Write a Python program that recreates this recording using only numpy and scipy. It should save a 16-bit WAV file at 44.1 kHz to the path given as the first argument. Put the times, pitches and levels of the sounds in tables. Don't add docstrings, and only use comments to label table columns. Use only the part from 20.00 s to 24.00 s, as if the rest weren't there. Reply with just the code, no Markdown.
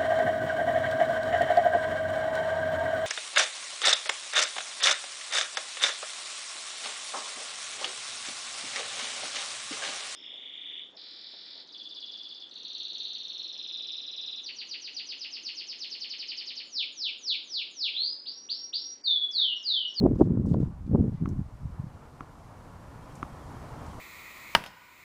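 import sys
import numpy as np
from scipy import signal
from scipy.io import wavfile
from scipy.ndimage import uniform_filter1d

SR = 44100
rng = np.random.default_rng(int(sys.argv[2]) if len(sys.argv) > 2 else 0)


def materialize(psi):
    bounded = np.clip(np.atleast_2d(psi).T, -1, 1)
    quanta = np.round(bounded * 32767).astype(np.int16)
    wavfile.write(sys.argv[1], SR, quanta)


def voltage_ratio(decibels):
    exponent = np.asarray(decibels, float) / 20
    return 10 ** exponent


N = 176400


def rms_one(x):
    return x / np.sqrt(np.mean(x ** 2) + 1e-20)


def in_time(rows):
    seconds, value = np.transpose(rows)
    return np.interp(np.arange(N) / SR, seconds, value)


def bandpass(x, low, high):
    return signal.sosfilt(signal.butter(2, [low, high], "band", fs=SR, output="sos"), x)


def drift(rate_hz):
    r = np.exp(-2 * np.pi * rate_hz * 40 / SR)
    slow = signal.lfilter([1], [1, -2 * r, r * r], rng.standard_normal(N // 40 + 2002))[2000:]
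    return np.interp(np.arange(N) / 40, np.arange(len(slow)), rms_one(slow))


def add_eddy(out, start_s, gain, hz, cycles, phase):
    cycles = np.clip(cycles, .06, 1)
    half = int(3 * SR / hz)
    t = np.arange(-half, half) / SR * hz
    bell = np.cos(np.pi * t / 6) ** 2 / (1 + (t / cycles) ** 2)
    i = int(start_s * SR) + SR - half
    out[i:i + 2 * half] += gain * np.cos(2 * np.pi * t + phase) * bell


SLAP_LAG_S = 0.00401

# time in seconds, level in dB.
GUST_LEVEL = [(0.0, -30.5), (0.04, -17.5), (0.17, -31.5), (0.21, -17), (0.24, -27), (0.63, -27),
              (0.77, -42), (0.91, -28), (0.95, -17.5), (1.19, -39), (1.2, -31), (1.4, -30.5), (1.5, -45.5),
              (1.67, -37), (1.77, -42), (1.79, -45), (2.06, -50.5), (4.0, -41)]


def eddy_swarm():
    out, level = np.zeros(N + 2 * SR), in_time(GUST_LEVEL)
    eddies_per_s, size_spread_db, pitch_spread, top_ratio = 330, 2.5, 0.48, 1.28
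    base_hz, follows, calm_db = 221.4, 0.39, -40
    gap, size, pitch, phase = rng.random((4000, 4)).T
    starts = np.cumsum(-np.log(1 - gap) / eddies_per_s)
    sizes = voltage_ratio(size_spread_db * np.minimum(-np.log(1 - size), 4))
    pitches = top_ratio * np.exp(pitch_spread * np.log(pitch))
    for s, size, pitch, turn in zip(starts[starts < N / SR], sizes, pitches, phase):
        wind_db = max(level[int(s * SR)], calm_db)
        hz = np.clip(base_hz * pitch * voltage_ratio(follows * (wind_db + 25)), 20, 900)
        add_eddy(out, s, size, hz, cycles=0.32, phase=2 * np.pi * turn)

    swarm = out[SR:SR + N]
    swarm = swarm / np.sqrt(uniform_filter1d(swarm ** 2, size=5000) + 1e-9)
    swarm = swarm * voltage_ratio(np.minimum(level + 2.7, -21))

    lull_db, lump_s = -3, .016
    t = np.arange(0, N, 50) / SR
    lumps = [np.exp(-.5 * ((t - row[0] - SLAP_LAG_S) / lump_s) ** 2) for row in WIND_SLAPS]
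    lull = np.interp(np.arange(N) / SR, t, 1 - np.max(lumps, axis=0))
    return swarm * voltage_ratio(lull_db * lull)


# time in seconds, peak in dB, pitch in Hz,
# level of its fine eddies in dB.
WIND_SLAPS = [(0.011, -18.5, 229, -41), (0.036, -5, 223, -33.5), (0.059, -6.5, 377, -25.5),
              (0.109, -11, 270, -54), (0.155, -32, 254, -46), (0.211, 1, 302, -21), (0.235, -15, 195, -57),
              (0.304, -13, 183, -50), (0.371, -13.5, 209, -41), (0.452, -40, 121, -44),
              (0.515, -10, 144.7, -50), (0.539, -23, 180, -28), (0.569, -16, 121, -45.5),
              (0.63, -14, 153, -47.5), (0.912, -10.5, 194, -52), (0.946, -6.5, 167, -32),
              (0.993, -20.5, 212.5, -43), (1.039, -18, 242, -46), (1.075, -29, 121, -45),
              (1.121, -25, 121, -56), (1.22, -20, 129, -54), (1.274, -18, 174, -51), (1.389, -19, 143, -64),
              (1.653, -23.5, 121, -66), (1.796, -20, 121, -67), (1.839, -24, 150, -54),
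              (1.865, -29, 135, -66), (1.947, -34, 116, -69)]


def wind_slaps():
    out = np.zeros(N + 2 * SR)
    fine_center_hz, fine_scatter_s = 540, .003
    draws = rng.normal(0, 1, (len(WIND_SLAPS), 16))
    for (s, db, hz, fine_db), draw in zip(WIND_SLAPS, draws):
        center_s = s + SLAP_LAG_S
        add_eddy(out, center_s, voltage_ratio(db - 1.5), hz, cycles=0.41, phase=0.96 * draw[0])
        for late, pitch, phase in draw[1:].reshape(-1, 3):
            fine_s = center_s + fine_scatter_s * late
            fine_hz = fine_center_hz * np.exp(.25 * pitch)
            add_eddy(out, fine_s, voltage_ratio(fine_db + 4), fine_hz, cycles=.52, phase=2 * phase)
    return out[SR:SR + N]


def wind():
    low_cut = signal.butter(1, 45, "high", fs=SR, output="sos")
    return signal.sosfilt(low_cut, eddy_swarm() + wind_slaps())


def banded_noise(spectrum, patchy_db):
    out, together = 0, drift(7.4)
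    hz, db = np.transpose(spectrum)
    edges = hz[0] * 2 ** np.arange(0, np.log2(hz[-1] / hz[0]) + .2, 1 / 3)
    white = rng.standard_normal((2, N))
    for k, (low, high) in enumerate(zip(edges, edges[1:])):
        band_db = np.interp(np.log(low * high) / 2, np.log(hz), db)
        flicker_db = patchy_db * (1.5 * together + drift(4.7))
        out = out + bandpass(white[k % 2], low, high) * voltage_ratio(band_db + flicker_db)
    return rms_one(out)


# frequency in Hz, density in dB per Hz.
TRAFFIC = [(18, -35.5), (30, -23.5), (109, -6), (164, -3.5), (190, -17.5), (293, 3.5), (333, -10.5),
           (1000, -7.5), (2600, -29.5), (3380, -65.5), (5720, -120)]


def traffic():
    return voltage_ratio(15.5) * banded_noise(TRAFFIC, patchy_db=0.72)


# frequency in Hz, density in dB per Hz.
LEAVES = [(1180, -41), (2000, -2.5), (3400, -2), (5010, -2), (8970, -5.5), (12200, -11.5), (15500, -18.5)]


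def leaves():
    return voltage_ratio(-1) * banded_noise(LEAVES, patchy_db=.2)


# frequency in Hz, level in dB, flicker in dB.
WHINES = [(4801, -29, 3.0), (6402, -29, 3.0), (11795, -24, 1.5)]


def whines():
    out, t = np.zeros(N), np.arange(N) / SR
    for hz, db, flicker_db in WHINES:
        level = voltage_ratio(db + flicker_db * drift(6))
        out += level * np.sin(2 * np.pi * hz * t + .8 * drift(8))
    return out


# time in seconds, gain in dB.
RECOVERING_GAIN = [(0.0, -73.5), (0.36, -75), (0.95, -73.5), (1.39, -71.5), (2.87, -66), (3.22, -64),
                   (4.0, -60.5)]


def far_background():
    return voltage_ratio(in_time(RECOVERING_GAIN)) * (traffic() + leaves() + whines())


# start in seconds, length in seconds, level in dB,
# brightness in Hz, half width in octaves.
SCUFFS = [(.1, 0.033, -78, 12500, .25), (0.15, .025, -67.5, 4000, 0.79), (0.173, 0.12, -67, 3940, 0.9),
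          (0.458, 0.025, -63.5, 5940, 0.47), (0.476, 0.1, -65.5, 4300, .9),
          (0.538, 0.0047, -56.5, 3130, 0.54), (0.59, 0.11, -70.5, 4440, .9), (0.862, .025, -70, 3180, 0.82),
          (1.117, 0.16, -72.5, 3000, .7), (1.2895, 0.0027, -52.5, 6300, 0.23),
          (1.2904, 0.0037, -61, 9500, .6), (1.291, 0.024, -67.5, 6000, .4), (3.152, .02, -57.5, 7000, .4),
          (3.165, .04, -72, 7000, .6), (3.861, .02, -60.5, 6300, .45), (3.88, .07, -67, 5440, 0.57)]


def shoes():
    out = np.zeros(N)
    grains_per_s, size_spread_db, rise = 14000, 2.5, .12
    sizes = voltage_ratio(size_spread_db * np.minimum(rng.exponential(1, N), 3))
    signs = rng.choice([-1, 1], N)
    grit = (rng.random(N) < grains_per_s / SR) * sizes * signs
    for s, length_s, db, hz, octaves in SCUFFS:
        i, n = int(s * SR), int(length_s * SR)
        u = np.arange(n) / n
        high = min(hz * 2 ** octaves, .45 * SR)
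        band = rms_one(bandpass(grit[i:i + n], hz * 2 ** -octaves, high))
        out[i:i + n] += voltage_ratio(db) * band * np.minimum(u / rise, 1) * np.cos(np.pi / 2 * u)
    return out


# start in seconds, length in seconds, level in dB, pitch in Hz.
CHEEPS = [(0.864, 0.018, -69, 2400), (1.16, .04, -66, 2030), (1.18, .03, -71, 2330),
          (3.012, .035, -67, 3200), (3.093, 0.039, -66, 3200), (3.29, .08, -68, 3200),
          (3.42, 0.027, -67, 3200), (3.537, 0.06, -69, 3200), (3.647, 0.043, -69, 3200),
          (3.783, 0.057, -68, 3200), (3.895, 0.035, -64, 3200), (3.95, .03, -74, 3200)]


def bird():
    out, wobble_rad = np.zeros(N), .7 * drift(40)
    for s, length_s, db, hz in CHEEPS:
        i = np.arange(int(s * SR), min(int((s + length_s) * SR), N))
        whistle = np.sin(2 * np.pi * hz * i / SR + wobble_rad[i])
        out[i] += voltage_ratio(db) * np.hanning(len(i)) ** .5 * whistle
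    return out


def modes(table, t):
    t = np.maximum(t, 0)
    out = 0
    for hz, db, t60_s in table:
        out = out + voltage_ratio(db + rng.normal(0, 1) - 60 * t / t60_s) * np.sin(2 * np.pi * hz * t)
    return out


# time in seconds, peak in dB.
BOUNCES = [
    (1.258, -29),
    (2.2072, -28),
    (3.2287, -21),
]
# frequency in Hz, level in dB, 60 dB decay in seconds.
BALL_RING = [(1212, 2, 0.014), (1940, -7, 0.0049), (3000, -19, 0.011), (4600, -31, .005), (6300, -19, .007)]
# frequency in Hz, level in dB, 60 dB decay in seconds.
THUD = [(270, -4, .035), (150, -11, .07), (680, -22, .02)]
# delay in seconds, level in dB.
ECHOES = [(.0052, -18.5), (0.0204, -22)]


def ball():
    out, t = np.zeros(N), np.arange(int(.08 * SR)) / SR
    ball_lag_s, thud_lag_s, rise_s = .0001, 0.00094, .0003
    contact_s, lift_s, lift_loss_db = 0.0028, 0.001, -21
    lift = voltage_ratio(lift_loss_db * np.clip((t - contact_s) / lift_s, 0, 1))
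    ring_shape = lift * np.minimum(t / rise_s, 1)
    for s, db in BOUNCES:
        i = int((s + ball_lag_s) * SR)
        thud = modes(THUD, t - thud_lag_s)
        out[i:i + len(t)] += voltage_ratio(db) * (thud - ring_shape * modes(BALL_RING, t))
    out = signal.lfilter(*signal.butter(2, 5000, fs=SR), out)
    dull = signal.lfilter(*signal.butter(1, 2500, fs=SR), out)
    return out + sum(voltage_ratio(db) * np.roll(dull, int(s * SR)) for s, db in ECHOES)


def scene():
    return (wind() + far_background() + shoes() + bird() + ball())[None]


def roll_off(x):
    return signal.sosfilt(signal.butter(12, 15690, fs=SR, output="sos"), x)


def record(dry):
    ceiling = .95
    mix = dry / (1 + (dry / ceiling) ** 6) ** (1 / 6)
    return roll_off(mix)


dry = scene()
out = record(dry)
materialize(out)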